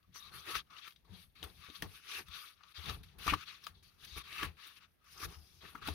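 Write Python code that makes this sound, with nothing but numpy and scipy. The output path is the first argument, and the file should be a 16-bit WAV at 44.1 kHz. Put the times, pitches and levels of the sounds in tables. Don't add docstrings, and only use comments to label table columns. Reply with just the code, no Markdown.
import sys
import numpy as np
from scipy import signal
from scipy.fft import rfft, irfft, next_fast_len
from scipy.io import wavfile
from scipy.ndimage import uniform_filter1d, map_coordinates

SR = 44100
rng = np.random.default_rng(int(sys.argv[2]) if len(sys.argv) > 2 else 0)


def wav_record(signal):
    frames = np.transpose(np.atleast_2d(signal))
    bounded = np.clip(frames, -1, 1)
    quanta = np.round(bounded * 32767).astype(np.int16)
    wavfile.write(sys.argv[1], SR, quanta)


N = 261954


def amp(db):
    return 10 ** (np.asarray(db) / 20)


def unit(x):
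    return x / np.sqrt(np.mean(x ** 2) + 1e-20)


def along(points, hz):
    freqs, values = np.transpose(points)
    return np.interp(np.log(hz + 1), np.log(freqs + 1), values)


def wobble(rate):
    return map_coordinates(rng.standard_normal(N // 40), [np.arange(N) * rate / SR])


def filtered(x, response):
    size = next_fast_len(N + SR // 2)
    return irfft(rfft(x, size) * response(np.fft.rfftfreq(size, 1 / SR)), size)[..., :N]


def resonances(table):
    return lambda f: sum((-1) ** k * amp(db) * 1j * f * width / (hz * hz - f * f + 1j * f * width)
                         for k, (hz, width, db) in enumerate(table))


def sides(db):
    return 2 / (amp(db / 2) + amp(-db / 2)) * amp(np.vstack([db, -db]) / 2)


def add_at(track, start_s, sound):
    track[:, round(start_s * SR):][:, :sound.shape[-1]] += sound


def swells(peak_s, peak_db, rise_s, fall_s, rest_db):
    steps = np.arange(0, N, 64)
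    late_s = steps / SR - peak_s[:, None]
    drop_db = 20 * np.where(late_s < 0, -late_s / rise_s[:, None], late_s / fall_s[:, None])
    power = amp(2 * (peak_db[:, None] - drop_db)).sum(axis=0)
    return np.interp(np.arange(N), steps, np.sqrt(power + amp(2 * rest_db)))


# (frequency [Hz], likeness [0 to 1])
LIKENESS = [(60, 0.66), (290, 0.63), (640, 0.07), (1300, 0.52), (3100, 0.046), (6800, 0.029),
            (15000, 0.067)]

def grains(colour, spiky_db, clump_db, clumps_per_s, patchy_db):
    spikes = np.minimum(rng.exponential(size=N), 6.0)
    size = amp(spiky_db * spikes + clump_db * wobble(clumps_per_s))
    spectrum = signal.stft(size * rng.standard_normal((2, N)), nperseg=256)[2]
    patches = uniform_filter1d(rng.standard_normal(spectrum.shape[1:]), size=2, axis=0)
    patches = uniform_filter1d(patches, size=16, axis=1)
    pair = signal.istft(spectrum * amp(patchy_db * unit(patches)), nperseg=256)[1][:, :N]
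    spread = lambda hz: np.arccos(along(LIKENESS, hz)) / 2
    mid, side = filtered(pair, lambda hz: colour(hz) * [np.cos(spread(hz)), np.sin(spread(hz))])
    return np.array([mid + side, mid - side]) / np.sqrt(np.mean(mid ** 2 + side ** 2) * 0.81)


# (frequency [Hz], relative level [dB])
QUIET_TONE = [(15, -27.5), (25, -10), (64, -2), (180, -14.5), (242, -9.5), (405, -15.5), (531, -15),
              (1370, -24.5), (1700, -16.5), (2050, -18.5), (4030, -24.5), (7710, -33.5), (10100, -30),
              (14800, -23.5), (16000, -34)]

def quiet_cabin():
    noise = filtered(rng.standard_normal((2, N)), lambda hz: amp(along(QUIET_TONE, hz)))
    return amp(-79.5) * unit(noise)


# (frequency [Hz], time to fade by 60 dB [s])
ECHO_TIMES = [(100, 0.19), (1000, 0.035), (10000, 0.083)]

def cabin_echo(x):
    hz, t, spectrum = signal.stft(rng.standard_normal((2, SR // 4)), SR, nperseg=256)
    fade = amp(-60 * t / along(ECHO_TIMES, hz)[:, None])
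    tail = signal.istft(spectrum * fade, SR, nperseg=256)[1]
    delayed = np.pad(x, ((0, 0), (90, 0)))
    return signal.fftconvolve(delayed, tail / np.linalg.norm(tail[0]), axes=1)[:, :N]


# (pitch [Hz], width [Hz], relative level [dB])
CABIN_BOOM = [(47.7, 37.5, -4.5), (56.4, 23.5, 1), (84.4, 16.8, -1.5), (121, 32, -6.5), (172.4, 44, -6.5)]
PAGE_FLUTTER = [(295.4, 190, -7.5), (393, 177, 1.5), (551, 250, -2), (758, 500, -4.5)]
# (time [s], thump [dB], flutter [dB], thump's 20 dB fade time before limiting [s])
AIR_PUFFS = [(.1, -63, -91, 0.13), (0.347, -61, -66.5, 0.4), (0.485, -62, -56.5, 0.2),
             (0.556, -49, -59, 0.06), (.72, -79, -62.5, -0.34), (0.877, -62.5, -70, 0),
             (1.111, -58, -60.5, 0.18), (1.447, -56, -58.5, 0.23), (1.581, -59, -87, 0.15),
             (1.689, -52, -54, -0.02), (1.843, -52, -55, 0.14), (2.152, -69, -53.5, -0.25),
             (2.196, -58.5, -53.5, 0.07), (2.301, -64.5, -81, 0.2), (2.794, -76, -57.5, 0.07),
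             (2.889, -47, -52, 0.21), (2.96, -61, -76, 0.3), (3.194, -59.5, -62.5, 0.37),
             (3.267, -41, -42.5, -0.03), (3.33, -38.5, -42, 0.0548), (3.69, -66, -78.5, 0.8),
             (3.871, -58, -76, -0.26), (4.1, -65.5, -73.5, 1.1), (4.179, -47.5, -51, -0.07),
             (4.33, -69, -59.5, -0.04), (4.438, -46.5, -46.5, 0.1148), (4.468, -49, -62, -0.03),
             (5.229, -63.5, -57, 0.34), (5.278, -43.5, -72, 0.07), (5.38, -58.5, -90, 0.16),
             (5.641, -59.5, -60.5, 0.1), (5.76, -63.5, -67, 1), (5.883, -44, -50, 0.16)]

def air_puffs():
    peak_s, thump_db, flutter_db, fall_s = np.transpose(AIR_PUFFS)
    fall_s = np.clip(fall_s, 0.02, 1)
    rise_s = 0.47 * fall_s
    flutter_share = 0.58
    thump = grains(lambda f: resonances(CABIN_BOOM)(f) / (1 + (f / 260) ** 4),
                   spiky_db=0.54, clump_db=2.5, clumps_per_s=8.3, patchy_db=-1.8)
    flutter = grains(resonances(PAGE_FLUTTER), spiky_db=1.5, clump_db=2.2, clumps_per_s=60, patchy_db=1.8)
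    thump *= swells(peak_s, thump_db, rise_s, fall_s, rest_db=-80)
    flutter *= swells(peak_s, flutter_db, flutter_share * rise_s, flutter_share * fall_s, rest_db=-90)
    return sides(11.4) * thump + sides(8.1) * flutter


# (time [s], level [dB], pitch [Hz])
LANDINGS = [(0.325, -55, 96), (0.559, -46, 53), (1.094, -48, 92), (1.116, -43.5, 174.3),
            (1.132, -51, 180.4), (1.435, -42.5, 59), (1.822, -39, 170), (1.847, -46, 97.5),
            (2.777, -43.5, 77.5), (2.95, -49, 84), (3.273, -33.5, 63), (3.316, -41, 88.5),
            (4.116, -45.5, 58), (4.159, -39.5, 55), (4.455, -42, 81), (5.226, -44, 88), (5.359, -46.5, 74),
            (5.893, -34.5, 78)]

def page_flops():
    out, t = np.zeros((2, N + SR)), np.arange(SR // 2) / SR
    for start_s, db, hz in LANDINGS:
        right_lag = rng.normal(0, 1.0) * np.array([[0], [1]])
        fade = amp(db - 60 * t / 0.14) * (1 - np.exp(-(t / 0.0058) ** 2))
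        add_at(out, start_s, sides(12.5) * fade * np.sin(2 * np.pi * hz * t - right_lag))
    return out[:, :N]


# (time [s], level [dB])
BUCKLES = [(1.4282, -48), (1.8222, -34), (2.2834, -54.5), (3.6673, -43), (4.0493, -46), (5.043, -65)]

def buckle_clicks():
    out, t = np.zeros((2, N + SR)), np.arange(SR // 50) / SR
    for start_s, db in BUCKLES:
        noise = rng.standard_normal((3, len(t)))
        fade = amp(db - 60 * t / 0.0061) * (1 - np.exp(-t / 0.00041))
        add_at(out, start_s, 2 * fade * (noise[:2] + 0.49 * noise[2]))
    return filtered(out[:, :N], lambda f: 1j * f / (2500 + 1j * f))


# (pitch [Hz], width [Hz], relative level [dB])
SHEET_RINGS = [(1670, 630, -9.5), (2164, 90, 6.5), (2179.6, 107, 6), (2642, 264, -3), (2975, 203, -6)]
EDGE_RINGS = [(3235, 90, -1.5), (3514, 96, -0.5), (3800, 197, -2), (4506, 500, -6.5)]
CORNER_RINGS = [(5060, 760, -10), (5770, 345, -1.5), (5990, 760, -6)]
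# (time [s], level [dB], pitch [Hz], time to fade by 60 dB [s], crack [dB], tick [dB], thud [dB])
EDGE_SNAPS = [(.028, -67.5, 3000, 0.014, 5, -18, -27), (0.157, -49, 1140, 0.03, -12, -6.5, -11),
              (0.5525, -23, 1313, 0.024, -4, -21.5, -46), (0.559, -37, 5900, 0.04, -10, -24.5, -35),
              (0.669, -66, 2900, .02, -5, -20, -30), (0.7076, -51.5, 1170, 0.022, -2, -37, -22),
              (.736, -59, 4440, .02, 3, -22, -40), (0.766, -49.5, 2800, 0.064, -6, -25, -40),
              (0.8763, -43, 3530, 0.012, 5.5, -13, -25), (0.907, -55, 3270, .03, 5, -18, -38),
              (0.922, -51.5, 3180, 0.018, 2, -18, -40), (.96, -52, 3780, 0.025, -1.5, -23, -41),
              (1.048, -64.5, 1094, 0.067, -13, -20, -7), (1.3592, -56, 2260, 0.035, -7, -24.5, -10),
              (1.428, -29, 3010, 0.011, 0.5, -25, -16.5), (1.443, -50, 3200, 0.036, -11, -13, -22),
              (1.6994, -43.5, 3740, 0.02, -2, -26.5, -4), (1.8227, -21.5, 1826, 0.01, -3, -34, -19.5),
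              (1.8284, -38, 1000, 0.015, -3, -22, 1), (2.284, -53.5, 3680, 0.014, 8.5, -11, -23),
              (2.606, -52, 1240, 0.042, -31, -31.5, -39), (2.6335, -53.5, 1217, 0.066, 5, -32, -34),
              (2.816, -45.5, 3020, 0.0092, 4, -17.5, -30), (2.858, -36, 3570, 0.023, -1.5, -20.5, -23),
              (2.879, -40, 3000, 0.011, -12, -30, -33), (2.895, -36.5, 1163, 0.06, 0, -18, -10),
              (3.031, -55, 3720, 0.025, -16, -27.5, -20), (3.1827, -59, 3850, 0.017, 2, -10, -11),
              (3.2675, -29.5, 1140, 0.022, -3.5, -20, -18), (3.278, -16, 1200, 0.023, -11, -41, -20),
              (3.3234, -27, 1204, 0.0089, -7, -32, -5), (3.3341, -22, 1116, 0.025, -34.5, -45, -12.5),
              (3.337, -12, 1165, 0.016, -22, -50, -28), (3.3446, -29.5, 1220, 0.013, -25, -44, -25),
              (3.6365, -46.5, 5870, 0.017, -14, -20.5, -40), (3.6396, -41.5, 5100, 0.017, -9, -16.5, -30),
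              (3.6437, -48, 4600, 0.013, -17, -17, -40), (3.6667, -29.5, 1200, 0.022, -1.5, -30, -43),
              (3.826, -61, 3050, 0.012, -6, -12, -8), (4.048, -53, 3300, 0.0078, -4, -9, -25),
              (4.165, -55.5, 1600, 0.026, -20, -30, 9), (4.176, -41.5, 2220, 0.049, -7, -18.5, -7),
              (4.3268, -39.5, 2920, .02, -0.5, -21.5, -20), (4.382, -37, 2550, 0.045, -8.5, -28, -32),
              (4.429, -31, 1660, 0.038, 1.5, -13, -6.5), (4.669, -46.5, 3750, 0.022, -23, -5.5, -19),
              (4.7733, -58, 3080, 0.023, 1, -13.5, -12.5), (5.2526, -43, 1130, 0.015, -13, -16, 0),
              (5.2272, -41.5, 1990, 0.0078, 0, -18, -6), (5.285, -48, 1150, .02, -10, -30, -15),
              (5.6498, -46, 1730, 0.033, -21, -32, -3), (5.748, -42, 804, 0.038, -11.5, -36, -7.5),
              (5.7523, -33.5, 1336, 0.036, -30, -60, -14.5), (5.8733, -36.5, 1340, 0.029, 5, -9, -13),
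              (5.8851, -27, 890, 0.024, -0.5, -27, -4.5)]

def page_snaps():
    out, rings, cracks = np.zeros((3, 2, N + SR))
    t, pan = np.arange(SR // 8) / SR, sides(11)
    for start_s, db, hz, ring_s, crack_db, tick_db, thud_db in EDGE_SNAPS:
        noise = rng.standard_normal((4, len(t)))
        fade = amp(db - 60 * t / ring_s) * (1 - np.exp(-t / 0.0013))
        ring = np.sin(2 * np.pi * hz * t + np.cumsum(0.13 * noise[2]))
        crack = amp(crack_db + 17 - 60 * t / 0.016) * (noise[3] + 0.23 * noise[:2])
        tick_fade = amp(db + tick_db + 1.5 - 60 * t / 0.044) * (1 - np.exp(-t / 0.0014))
        tick = tick_fade * np.diff(noise[:2], prepend=0)
        thud_hz = 363.5 * np.exp(0.14 * rng.standard_normal())
        thud_phase = 2 * np.pi * thud_hz * t / (1 + t / 0.062)
        thud = amp(db + thud_db - 60 * t / 0.028) * np.sin(thud_phase + np.cumsum(0.061 * noise[3]))
        add_at(out, start_s, pan * thud + tick)
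        add_at(rings, start_s, pan * fade * ring)
        add_at(cracks, start_s, pan * fade * crack)
    thin = lambda f: (1j * f) ** 2 / (800 ** 2 + 1.2j * 800 * f - f * f)
    paper = resonances(SHEET_RINGS + EDGE_RINGS + CORNER_RINGS)
    return out[:, :N] + filtered(rings[:, :N], thin) + filtered(cracks[:, :N], paper)


# (time [s], length [s], first pitch [Hz], last pitch [Hz], level [dB])
DRAG_RASPS = [(0.14, 0.06, 5960, 5890, -54), (0.153, 0.031, 4630, 4680, -59), (0.191, 0.1, 3730, 3950, -59),
              (0.229, 0.05, 4360, 4380, -69), (0.319, 0.093, 4200, 4510, -59.5),
              (0.369, 0.047, 3650, 3370, -63), (0.384, 0.029, 5900, 5860, -61),
              (.15, 0.14, 1150, 1208, -68.5), (0.463, 0.093, 1218, 1240, -63),
              (0.659, 0.03, 1280, 1290, -79), (0.697, 0.11, 1250, 1256, -59),
              (0.803, 0.081, 3320, 3340, -63), (1.154, 0.12, 3300, 3290, -83),
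              (1.59, 0.12, 1177, 1145, -68.5), (1.603, 0.16, 3790, 3730, -68),
              (2.273, 0.17, 3510, 3520, -62), (2.356, 0.089, 4530, 5000, -60.5),
              (2.745, 0.045, 4710, 4660, -59.5), (2.888, .02, 5600, 5400, -54),
              (2.898, 0.069, 1195, 1166, -60.5), (3.199, 0.061, 3810, 3880, -62),
              (3.833, 0.073, 4600, 4520, -70), (4.062, .06, 4560, 4650, -61),
              (4.075, 0.037, 6200, 6170, -64.5), (4.096, 0.13, 3890, 3646, -56.5),
              (4.238, 0.23, 3930, 3820, -63.5), (4.33, 0.111, 2750, 2560, -54),
              (4.351, 0.11, 1210, 1210, -57.5), (4.62, 0.098, 1234, 1270, -67.5),
              (4.623, .12, 3960, 3670, -66), (4.987, 0.096, 1240, 1300, -80),
              (5.076, 0.14, 5050, 4900, -76.5), (5.215, .048, 1715, 1704, -52.5),
              (5.281, 0.23, 5330, 4870, -71)]

def page_rasps():
    out = np.zeros((2, N + SR))
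    width_share = 0.055
    for start_s, length_s, first_hz, last_hz, db in DRAG_RASPS:
        progress = np.linspace(0, 1, round(length_s * SR))
        noise = rng.standard_normal((2, 2, SR // 4))[..., :len(progress)]
        smoothing = np.exp(-np.pi * width_share * first_hz / SR)
        slow_noise = signal.lfilter([1], [1, -smoothing], noise[0] + 1j * noise[1])
        slow_noise *= np.sqrt(1 - smoothing ** 2)
        glide = np.exp(2j * np.pi * np.cumsum(first_hz + (last_hz - first_hz) * progress) / SR)
        swell = amp(db) * np.sin(np.pi * progress) ** 0.38
        add_at(out, start_s, swell * (slow_noise * glide).real)
    return sides(9.7) * out[:, :N]


# (pitch [Hz], width [Hz], relative level [dB])
BELLY_RINGS = [(1114, 65, 4), (1234, 483, 0.5), (1412, 450, -10)]
# (frequency [Hz], relative level [dB])
HISS_TONE = [(3530, -32), (6000, -11.5), (7740, -14), (9010, -5), (10800, -0.5), (13900, -6), (15200, -6.5),
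             (16000, -34.5)]
# (time [s], level [dB], hiss over level [dB], belly over rub [dB])
STROKES = [ (4, -4, 11, [(0.0, -80.5, -10, 18), (0.116, -85, -9, 6), (0.135, -68.5, -10, 0)]),
           (6, -5, 7.5, [(0.148, -59, -8.5, 12), (0.16, -54.5, -8.5, 8), (0.186, -60.5, -3.5, 2),
           (0.298, -60.5, -14.5, 5), (0.312, -67, -8, 10), (0.352, -53, -2.5, 8.5),
           (0.442, -59.5, -10, 1.5), (0.45, -56, -15, 6)]), (1, -3, 7, [(0.458, -50.5, -10, 3),
           (0.518, -43, -11.5, 0.5), (0.538, -46.5, -10, 5)]), (1.5, -5, 7.5, [(0.547, -40, -14, 4),
           (0.565, -37, -12, 1.5), (0.578, -43.5, -10, 0.5), (0.592, -45, -11, -7), (0.603, -52, -20, 1),
           (0.641, -86, 4, -5), (0.695, -77, -13, 10)]), (1.5, -3.5, 9, [(0.705, -64.5, -15.5, 4),
           (.76, -62.5, -16, 1), (0.787, -52, -22, -3), (0.803, -63, -11, 3), (0.833, -58.5, -20, 0),
           (0.88, -52, -8, 2), (.888, -58, -6.5, 2), (0.931, -73, -2, -1), (0.95, -83, -1, -1)]),
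           (-3, -6, 10, [(0.98, -92, -5, 0), (0.982, -80, -5, -5), (1.04, -93, -2, -4)]),
           (4.5, -7, 14, [(1.048, -76, -5, 2), (1.078, -83, -6, -17.5), (1.142, -62.5, -9.5, -5),
           (1.23, -64, -1.5, -3), (1.284, -84, 4, 3), (1.345, -93, 4, -6)]),
           (0.5, -13, 7.5, [(1.355, -65.5, -10, 2), (1.42, -62, -14, -6)]),
           (-2, -5.5, 10.5, [(1.44, -47.5, -4.5, 2.5), (1.462, -66, -0.5, -5), (1.546, -71.5, -1.5, -11),
           (1.646, -57, -13.5, -3), (1.73, -63.5, -8, -1), (1.756, -51.5, -10, -6.5), (1.794, -64, -4, -9),
           (1.812, -65.5, -2, -6)]), (-4.5, -5, 6, [(1.84, -58, -12, -9), (1.874, -69, -0.5, -13),
           (1.972, -56.5, -4.5, -4), (2.018, -67.5, -9, -3), (2.116, -45.5, -11.5, -8),
           (2.19, -43.5, -9, 1), (2.254, -76, -1, -2.5), (2.27, -65.5, -10.5, -4)]),
           (2.5, -4, 9, [(2.287, -61, -8, 16), (2.295, -62, -17.5, 4), (2.351, -48.5, -15, -5.5),
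           (2.439, -58.5, 0.5, 5.5), (2.479, -55.5, -9, 0.5), (2.555, -74.5, -5.5, 2),
           (2.603, -70.5, -24, 9), (2.723, -63.5, -7, -2), (2.732, -77.5, 0, -0.5)]),
           (0, -7, 9, [(2.745, -60, -17, -5), (2.778, -51.5, -16, -4.5), (2.808, -56.5, -11.5, -1),
           (2.894, -44.5, -14.5, -3.5), (2.948, -57, -4, -2.5), (3.02, -81, -4, -16)]),
           (3, -4, 7, [(3.035, -58, -5.5, -2.5), (3.059, -69, -6, -4), (3.133, -70.5, -16, 1),
           (3.172, -93, 3, -2)]), (-2, -4.5, 9, [(3.187, -57, 1, 6), (3.193, -57.5, -6, -7),
           (3.255, -48.5, -8, -3), (3.268, -41.5, -9, 0.5)]), (-8.5, -19, 7.5, [(3.289, -36.5, -19, -6),
           (3.3, -34.5, -17, -6.5), (3.312, -35.5, -17.5, -4.5), (3.322, -43.5, -18, -5.5)]),
           (0.5, -5, 8, [(3.356, -55, -19, 4), (3.438, -53, -15, -1.5), (3.45, -64, -12, -2),
           (3.49, -48.5, -19, -2), (3.61, -69, -11, -2), (3.644, -58, -7, -2), (3.655, -61, -8, -4.5)]),
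           (7, -3, 6, [(3.684, -58.5, -9, 8), (3.738, -75, -11, 13), (3.77, -67, -18, -13.5),
           (3.82, -82.5, -7.5, -9)]), (0.5, -2.5, 8.5, [(3.83, -68.5, -3.5, -5), (3.968, -77, -7, 5.5),
           (4.054, -53.5, -8, -6.5), (4.064, -64, -4.5, -4), (4.148, -58, -11, -7), (4.182, -46.5, -5.5, 2),
           (4.22, -57, -12, 1.5), (4.23, -70, -12, 3)]), (-4.5, -13, 5.5, [(4.24, -59.5, -12.5, -5),
           (4.36, -47.5, -10.5, -3.5), (4.426, -41, -19, 2.5), (4.455, -42.5, -9, 1.5),
           (4.464, -51, -13, 1), (4.518, -71.5, -8, -7), (4.55, -79.5, -3, -7)]),
           (-1, -7, 8, [(4.572, -65, -13, 4.5), (4.622, -58, -12.5, -4), (4.66, -54.5, -13, -2),
           (4.755, -68.5, -5, -3), (4.772, -59.5, -8, -9), (4.786, -62.5, -7, 0), (4.8, -70, -13, 9),
           (4.812, -64, -24, 0), (4.848, -62.5, -25.5, 2), (4.866, -75.5, -14, 4)]),
           (-2.5, -8, 9, [(4.874, -79.5, -7.5, 1), (4.94, -90.5, 6, 0), (4.98, -93, -3.5, 4),
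           (5.036, -76.5, -12, 5)]), (-0.5, 3, 7.5, [(5.045, -69.5, -13, 8.5), (5.131, -61, -2.5, -2.5),
           (5.161, -61.5, -7.5, 2.5), (5.231, -45.5, -6.5, 2), (5.257, -44.5, -5.5, 3),
           (5.269, -64.5, -3, -13), (5.343, -55.5, -12.5, 9), (5.387, -72, 0, -2.5),
           (5.59, -69.5, -4.5, -7)]), (1.5, -9, 6, [(5.612, -61, -14, -5), (5.638, -56, -18, 2),
           (5.696, -57.5, -6.5, 2), (5.74, -68.5, -2, 3)]), (2.5, -5.5, 4.5, [(5.778, -58, -17, 9),
           (5.803, -66, -13, 7), (5.822, -55, -19, 6), (5.841, -52, -23, 6), (5.875, -45, -7, -0.5),
           (5.929, -55.5, -12, 5), (5.94, -60, -2, -8)]), ]

def sliding_pages():
    strokes = [np.array([(*point, *settings) for point in path]) for *settings, path in STROKES]
    onset_s = 0.006
    held = [np.vstack([stroke, np.r_[following[0, 0] - onset_s, stroke[-1, 1:]]])
            for stroke, following in zip(strokes, strokes[1:])]
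    times, *columns = np.vstack(held + [strokes[-1]]).T
    curves = [np.interp(np.arange(N) / SR, times, column) for column in columns]
    level_db, hiss_db, belly_db, edge_db, corner_db, pan_db = curves
    usual_db = -62
    harder_db = level_db - usual_db
    edge_db -= 0.08 * harder_db + 0.44 * belly_db
    corner_db -= 0.196 * harder_db + 0.203 * belly_db
    pan_db -= 0.06 * harder_db
    rub = grains(lambda f: resonances(SHEET_RINGS)(f) / np.sqrt(1 + (1050 / (f + 1)) ** 6),
                 spiky_db=3, clump_db=1.5, clumps_per_s=150, patchy_db=2)
    edge = grains(resonances(EDGE_RINGS), spiky_db=0.5, clump_db=2.5, clumps_per_s=76, patchy_db=1)
    corner = grains(resonances(CORNER_RINGS), spiky_db=2, clump_db=2.5, clumps_per_s=100, patchy_db=2)
    belly = grains(lambda f: resonances(BELLY_RINGS)(f) / np.sqrt(1 + (1030 / (f + 1)) ** 12),
                   spiky_db=2.5, clump_db=2, clumps_per_s=70, patchy_db=3)
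    hiss = grains(lambda f: amp(along(HISS_TONE, f)),
                  spiky_db=2, clump_db=1, clumps_per_s=150, patchy_db=3)
    tremble = grains(resonances(PAGE_FLUTTER), spiky_db=-1.5, clump_db=1, clumps_per_s=41, patchy_db=-0.5)
    crinkle = grains(lambda f: (f / 1500) ** 2 / (1 + (f / 1500) ** 2) / (1 + (f / 6500) ** 4),
                     spiky_db=5, clump_db=0.5, clumps_per_s=27, patchy_db=0.5)
    paper = rub + amp(edge_db) * edge + amp(corner_db) * corner + amp(belly_db) * belly
    paper += amp(-18.5) * tremble + amp(-12) * crinkle
    paper *= amp(level_db) / np.sqrt(1 + amp(2 * edge_db) + amp(2 * corner_db) + amp(2 * belly_db))
    hiss *= amp(level_db + hiss_db)
    return sides(pan_db) * paper + sides(0.28 * pan_db) * hiss


def scene():
    hits = page_snaps() + buckle_clicks() + page_flops()
    rubbing = sliding_pages() + page_rasps()
    return rubbing + air_puffs() + hits + amp(-3) * cabin_echo(hits) + quiet_cabin()


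# (frequency [Hz], left over right [dB])
MIC_BALANCE = [(60, -8), (700, -3), (1290, -2), (2380, 2.5), (4400, 3), (8120, -8), (15000, 1)]

def record(dry):
    dip_hz, dip_width_hz, top_hz = 7500, 1500, 15800
    balance = lambda f: amp(np.array([[0.5], [-0.5]]) * along(MIC_BALANCE, f))
    dip = lambda f: 1 - 0.66 * resonances([(dip_hz, dip_width_hz, 0)])(f)
    return filtered(dry, lambda f: balance(f) * dip(f) * (f < top_hz))


dry = scene()
out = record(dry)
wav_record(out)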